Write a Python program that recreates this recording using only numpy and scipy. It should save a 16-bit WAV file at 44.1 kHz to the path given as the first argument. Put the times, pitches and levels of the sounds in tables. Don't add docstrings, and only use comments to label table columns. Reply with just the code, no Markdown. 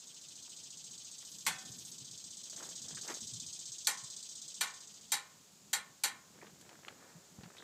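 import sys
import numpy as np
from scipy import signal
from scipy.fft import rfft, irfft
from scipy.io import wavfile
from scipy.ndimage import uniform_filter1d, map_coordinates

SR = 44100
rng = np.random.default_rng(int(sys.argv[2]) if len(sys.argv) > 2 else 0)


def store_pcm(level_fs):
    pcm = np.round(np.clip(level_fs, -1, 1) * 32767).astype(np.int16)
    wavfile.write(sys.argv[1], SR, np.atleast_2d(pcm).T)


N = 336483
T = np.arange(N) / SR

# start_s, level_db, extra_crack_db, body_db, clang_db, treble_db
SWITCH_SNAPS = [(1.4642, -30, -7, -1, -1.3, -4)]
RELAY_CLACKS = [(3.8705, -29.5, 11, 1, -2.5, 1.9), (4.609, -28, -4, -1.6, -0.3, -3.5),
                (5.1188, -29.5, 4, 0.2, 1.5, 2.5), (5.7305, -30, -10, -1.1, -1, -0.5),
                (6.036, -28.5, 1, -0.73, -1, -0.5)]
BLOW_COLOUR_HZ = [890, 1790, 3720, 6100]
# frequency_hz, level_db, t60_s
PANEL_MODES = [(762, -14, 0.69), (828, -20, 0.54), (903, -17, 0.29), (1026, -16, 0.59), (1103, 12, 0.034),
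               (1483, -7.5, 0.36), (1536, -7, 0.43), (1630, -21, 0.21), (1795, -12, 0.74), (2020, -9, 0.26),
               (2180, 9, 0.11), (2520, -10, 0.38), (2553, -22, .38), (2540, -15, 0.19), (3090, -4, .15),
               (3390, -15, 0.79), (3400, -17, 0.41), (4205, -15, 0.16)]
BOX_MODES = [(812, -10, .35), (843, -4, .26), (912, -12, .35), (997, -11, .45), (1042, -8, .55),
             (1104, -9, .48), (1272, -12, .4), (1406, -7, .32), (1460, -9, .42), (1521, -7, .33),
             (1747, -3, .27), (1798, -6, .42), (1884, -4, .3), (2021, -7, .25), (2129, -4, .34),
             (2362, -7, .32), (3250, -13, .32), (3860, -2, .25), (4040, 0, .25), (4312, -6, .16),
             (4390, -5, .14), (4646, -2, .18), (5235, -5, .2), (6040, -1, .15), (6137, -1, .16),
             (6947, -1, .16), (7243, -1, .14), (7567, -2, .15), (8098, -2, .15), (8322, -3, .14)]
# frequency_hz, level_db, t60_s
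CROWDED_MODES = [(150, -20, 0.62), (338, -22, 0.24), (480, -12.5, 0.39), (654, -11.5, 0.1), (778, 1, 0.21),
                 (1120, -8.5, 0.28), (2010, -1.5, 0.28), (3020, -5.5, 0.26), (4200, 1, 0.17),
                 (5500, -5, 0.16), (7600, 3.5, 0.17), (9700, -5.5, 0.16), (13300, -7, 0.11),
                 (15500, -17, .11)]

# time_s, level_db
SONG_LEVEL = [(0, -55.5), (.55, -51.5), (2.2, -49.5), (2.55, -47.5), (3.15, -45), (4.55, -48), (5.1, -59.5),
              (5.5, -80)]
# time_s, throbs_per_s
SONG_PACE = [(0, 13.987), (2.6, 15.701), (2.9, 15.421), (4.45, 15.901), (5.2, 13.747)]
# frequency_hz, level_db
BRIGHT_SPECTRUM = [(1500, -65), (2500, -46), (3100, -16), (3500, -7.5), (4200, -6), (4650, -6), (4900, -4),
                   (5300, -7), (6500, 2), (7200, -3.5), (8100, -1.5), (8600, -11), (9200, -22),
                   (10500, -30)]
DARK_SPECTRUM = [(1200, -55), (1900, -31), (2500, -15), (3050, -4.5), (3500, -2), (4200, -4.5), (5500, -5),
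                 (7500, -14), (9000, -28), (11000, -55)]
FIRST_THROB_S = .0702
IN_ATTACK_S, IN_HOLD_S, IN_T60_S = 0.0014, 0.0067, 0.13
IN_CLICK_DB, IN_CLICK_T60_S = -8, .03
RETURN_AFTER_S, RETURN_ATTACK_S, RETURN_HOLD_S, RETURN_T60_S = 0.019, 0.0048, 0.021, 0.071
RETURN_DB, RETURN_EFFORT_DB = -3.5, -7.5
RETURN_BRIGHT_DB, RETURN_BRIGHT_EFFORT_DB = -4.5, -1
BUZZ_DB, BUZZ_EFFORT_DB = -5, -9
RETURN_FLAT = .06

# peak_s, level_db, rise_s, fall_s
SHOE_SCUFFS = [(2.63, -54, .15, .16), (2.93, -59.5, 0.16, .2), (3.11, -44, 0.079, 0.066),
               (6.43, -59, 0.18, 0.18), (6.72, -54.5, 0.11, .07), (6.9, -55.5, 0.16, 0.18),
               (7.44, -61.5, 0.11, 0.17), (7.62, -59, 0.3, .1)]
# frequency_hz, level_db
SCUFF_SPECTRUM = [(60, -28.5), (150, -12), (300, 3), (600, 2.5), (1000, -2.5), (1700, -2.5), (2400, -9.5),
                  (3500, -17), (9000, -44), (15000, -38)]
# start_s, level_db, pitch_hz, t60_s
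FOOT_THUDS = [(1.466, -48.5, 233, 0.21), (1.685, -50.5, 131, 0.11), (2.004, -52.5, 130, .16),
              (2.094, -46, 129, 0.11), (2.913, -52, 152, 0.29), (3.215, -44.5, 147, 0.11),
              (3.322, -45, 121, 0.19), (3.42, -46.5, 185, 0.095), (3.459, -50, 134, 0.13),
              (3.688, -51, 138, 0.1), (4.025, -46, 129, 0.094), (7.149, -46.5, 165, 0.12),
              (7.383, -32.5, 144, 0.05), (7.429, -41.5, 196, 0.073), (7.452, -44, 171, 0.086)]
# start_s, level_db, centre_hz, width_octaves, t60_s
GRIT_TICKS = [(.477, -56.5, 885, 1.2, 0.024), (1.225, -62, 1100, 1.9, 0.11),
              (2.971, -49.5, 1610, 0.72, 0.089), (3.046, -47.5, 676, 0.58, 0.045),
              (3.083, -48, 1320, 1.6, 0.28), (3.104, -45, 745, 1.9, 0.024), (3.117, -42, 1400, 1.5, 0.022),
              (3.076, -50, 12000, .8, .012), (6.414, -48.5, 1900, 0.47, 0.043),
              (6.425, -43, 670, 0.44, 0.031), (6.468, -57, 2000, 2, .04), (6.612, -51.5, 4000, 2.4, 0.035),
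              (6.692, -49.5, 1600, 3.2, 0.034), (6.754, -47, 1500, 0.82, 0.016),
              (6.833, -56, 1690, 1.6, .02), (6.849, -41, 1590, 1.2, 0.01),
              (6.8824, -38.5, 1800, 1.84, 0.027), (7.434, -52.5, 1480, 2.9, 0.073),
              (7.567, -55, 3020, 2.4, 0.1), (7.582, -52, 3600, 0.29, 0.16)]
# peak_s, level_db, rise_s, fall_s
HAND_SLIDES = [(7.05, -68, 0.22, 0.49)]
# peak_s, level_db, rise_s, fall_s
SLEEVE_SWISHES = [(1.32, -66, .35, .9), (1.88, -63, 0.36, 0.17), (2.65, -65, 0.35, 0.25),
                  (3.1, -62, 0.14, 0.22)]
SWELL_RANGE_DB = 20

# time_s, level_db
AIR_LEVEL = [(0, -68), (1.4, -69.5), (1.55, -61.5), (2.3, -66), (3.3, -65), (4.7, -71), (7.63, -65.5)]
# frequency_hz, level_db
AIR_SPECTRUM = [(25, -41), (50, -16.5), (80, -9.5), (120, -4.5), (170, 0.5), (240, -5.5), (400, -13.5),
                (800, -35)]
# frequency_hz, level_db
FOREST_SPECTRUM = [(100, -26), (250, 2), (500, 1.5), (1000, -1.5), (2000, -5), (3000, -2), (4800, 1.5),
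                   (5800, 1.5), (6900, 6.5), (8000, 2), (9200, -8.5), (11000, -8.5), (15500, -11)]
TOP_HZ = 15500


def undb(db):
    return 10 ** (np.asarray(db) / 20)


def unit(x):
    return x / np.sqrt(np.mean(x ** 2))


def curve(rows):
    time_s, value = np.transpose(rows)
    return np.interp(T, time_s, value)


def colour(x, points):
    hz, db = np.transpose(points)
    f = np.maximum(np.arange(len(x) // 2 + 1) * SR / len(x), 1)
    gain = undb(np.interp(np.log(f), np.log(hz), db))
    return unit(irfft(rfft(x) * gain, len(x)))


def band(x, lo_hz, hi_hz, order=2):
    edges = [lo_hz, min(hi_hz, SR / 2 - 1000)]
    return signal.sosfilt(signal.butter(order, edges, "band", fs=SR, output="sos"), x)


def walk(rate):
    k = max(int(SR / rate), 2)
    steps = np.repeat(rng.standard_normal(N // k + 1), k)
    return unit(uniform_filter1d(steps, k))[:N]


def grainy(rate, spread_db):
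    return rng.standard_normal(N) * undb(spread_db * walk(rate))


def add(out, s, x):
    i = int(s * SR)
    out[i:i + len(x)] += x[:N - i]


def fade(t, t60):
    return np.exp(-np.log(1000) * t / t60)


def stroke(t, attack_s, hold_s, t60):
    return np.clip(t / attack_s, 0, 1) * fade(np.maximum(t - attack_s - hold_s, 0), t60)


def swells(rows):
    power = 0
    for peak_s, level_db, rise_s, fall_s in rows:
        distance = np.maximum((peak_s - T) / rise_s, (T - peak_s) / fall_s)
        power = power + undb(level_db - SWELL_RANGE_DB * distance) ** 2
    return power ** .5


def clacks(events, modes, ring_db, sheet_db, crack_db, tail_db):
    out, t = np.zeros(N), np.arange(SR) / SR
    hz, db, t60 = np.transpose(modes)
    centres, shared_sheet = sheet_bands(t, hz)
    for s, level_db, extra_crack_db, body_db, clang_db, treble_db in events:
        blow_colour = [body_db, 0, clang_db, treble_db]
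        mode_tint = np.interp(np.log(hz), np.log(BLOW_COLOUR_HZ), blow_colour)
        sheet_tint = np.interp(np.log(centres), np.log(BLOW_COLOUR_HZ), blow_colour)
        phase = rng.uniform(0, 2 * np.pi, (len(hz), 1))
        size = undb(db + mode_tint + 2 * rng.standard_normal(len(hz)))
        ring = size @ (np.sin(2 * np.pi * hz[:, None] * t + phase) * fade(t, t60[:, None]))
        sheet = undb(sheet_tint) @ (.5 * shared_sheet + 0.64 * sheet_bands(t, hz)[1])
        sheet *= chatter(len(t))
        crack = unit(band(rng.standard_normal(SR), 3200, 6000)) * fade(t, .01)
        tail = unit(band(rng.standard_normal(SR), 530, 1900)) * fade(t, 0.87)
        blow = undb(ring_db) * ring * (1 - fade(t, 0.021))
        blow += undb(sheet_db) * sheet
        blow += undb(crack_db + extra_crack_db) * crack
        blow += undb(tail_db) * tail
        add(out, s, undb(level_db) * blow * (1 - fade(t, 0.0016)))
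    return out


def sheet_bands(t, mode_hz, cluster_hz=45, cluster_db=9):
    hz, db, t60 = np.transpose(CROWDED_MODES)
    centres = 160 * 2 ** (np.arange(20) / 3)
    edge = 2 ** (1 / 6)
    gains = undb(np.interp(np.log(centres), np.log(hz), db)) * np.sqrt(centres)
    gains /= np.linalg.norm(gains)
    decays = np.interp(np.log(centres), np.log(hz), t60)
    f = np.arange(len(t) // 2 + 1) * SR / len(t)
    width = cluster_hz * np.sqrt(mode_hz[:, None] / 2000)
    near = np.exp(-((f - mode_hz[:, None]) / width) ** 2).max(axis=0)
    noise = irfft(rfft(rng.standard_normal(len(t))) * undb(cluster_db * near), len(t))
    slices = np.array([unit(band(noise, mid / edge, mid * edge, order=4)) for mid in centres])
    return centres, slices * gains[:, None] * fade(t, decays[:, None])


def chatter(size):
    return undb(1.4 * walk(rate=450)[:size])


def cicada():
    pace = curve(SONG_PACE)
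    effort = (pace - pace.min()) / np.ptp(pace)
    throbs = np.cumsum(pace) / SR
    age = (throbs - np.interp(FIRST_THROB_S, T, throbs)) % 1 / pace
    pull = stroke(age, IN_ATTACK_S, IN_HOLD_S, IN_T60_S)
    pull += undb(IN_CLICK_DB) * stroke(age, IN_ATTACK_S, 0, IN_CLICK_T60_S)
    back = stroke(age - RETURN_AFTER_S, RETURN_ATTACK_S, RETURN_HOLD_S, RETURN_T60_S)
    bright_back = back * undb(RETURN_BRIGHT_DB + RETURN_BRIGHT_EFFORT_DB * effort)
    buzz = undb(BUZZ_DB + BUZZ_EFFORT_DB * effort)
    bright_level = np.sqrt(pull ** 2 + bright_back ** 2 + buzz ** 2)
    high = bright_level * colour(grainy(rate=890, spread_db=-1.0), BRIGHT_SPECTRUM)
    dark = colour(grainy(rate=520, spread_db=0.0), DARK_SPECTRUM)
    dark = map_coordinates(dark, [np.cumsum(1 - RETURN_FLAT * (1 - effort))], mode="mirror")
    low = back * dark * undb(RETURN_DB + RETURN_EFFORT_DB * effort)
    song = (high + low) * undb(curve(SONG_LEVEL))
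    echoes = np.zeros(N)
    for lag_s in rng.uniform(.001, .009, 6):
        echoes += np.roll(song, int(lag_s * SR))
    return song + 0.24 * echoes


def scuffs(slips_per_s=280, slip_spread_db=5.0, slip_t60=0.014, rub_db=-8):
    slip_db = slip_spread_db * np.minimum(rng.exponential(size=N), 3)
    slips = (rng.random(N) < slips_per_s / SR) * undb(slip_db)
    crackle = unit(signal.fftconvolve(slips, fade(T[:SR // 20], slip_t60))[:N])
    friction = (crackle + undb(rub_db)) * rng.standard_normal(N)
    return swells(SHOE_SCUFFS) * colour(friction, SCUFF_SPECTRUM)


def thuds():
    out, t = np.zeros(N), np.arange(SR // 2) / SR
    for s, db, hz, t60 in FOOT_THUDS:
        note = np.sin(2 * np.pi * hz * t)
        rattle = unit(band(rng.standard_normal(len(t)), hz / 1.7, hz * 1.36))
        push = 1 - fade(t, 0.043)
        add(out, s, undb(db) * (note + 0.71 * rattle) * fade(t, t60) * push)
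    return band(out, 60, 340)


def ticks():
    out, t = np.zeros(N), np.arange(SR // 4) / SR
    for s, db, hz, octaves, t60 in GRIT_TICKS:
        edge = 2 ** (octaves / 2)
        click = unit(band(rng.standard_normal(len(t)), hz / edge, hz * edge))
        add(out, s, undb(db) * click * fade(t, t60))
    return out


def slides(count=16):
    hz, db, t60 = np.transpose(BOX_MODES[:count])
    t = T[:SR // 2]
    response = undb(db) @ (np.sin(2 * np.pi * hz[:, None] * t) * fade(t, t60[:, None]))
    rub = rng.standard_normal(N)
    ring = unit(signal.fftconvolve(rub, response)[:N])
    return swells(HAND_SLIDES) * (ring + undb(4.5) * colour(rub, SCUFF_SPECTRUM))


def swish():
    return swells(SLEEVE_SWISHES) * unit(band(grainy(rate=170, spread_db=1.0), 8200, 13700))


def outdoors():
    air = colour(grainy(rate=27, spread_db=3.0), AIR_SPECTRUM) * undb(curve(AIR_LEVEL))
    forest = colour(rng.standard_normal(N), FOREST_SPECTRUM) * undb(-62.5)
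    return air + forest


def scene():
    switch = clacks(SWITCH_SNAPS, PANEL_MODES, ring_db=-7.5, sheet_db=7, crack_db=-2, tail_db=-24.0)
    relay = clacks(RELAY_CLACKS, BOX_MODES, ring_db=-13, sheet_db=2.5, crack_db=-1, tail_db=-28.5)
    handling = scuffs() + thuds() + ticks() + slides() + swish()
    mono = switch + relay + cicada() + handling + outdoors()
    return np.array([mono, mono])


def record(dry):
    thin = signal.sosfilt(signal.butter(2, 60, "high", fs=SR, output="sos"), dry)
    rounded = .22 * np.tanh(thin / .22)
    return signal.sosfilt(signal.ellip(10, .2, 70, TOP_HZ, fs=SR, output="sos"), rounded)


dry = scene()
out = record(dry)
store_pcm(out)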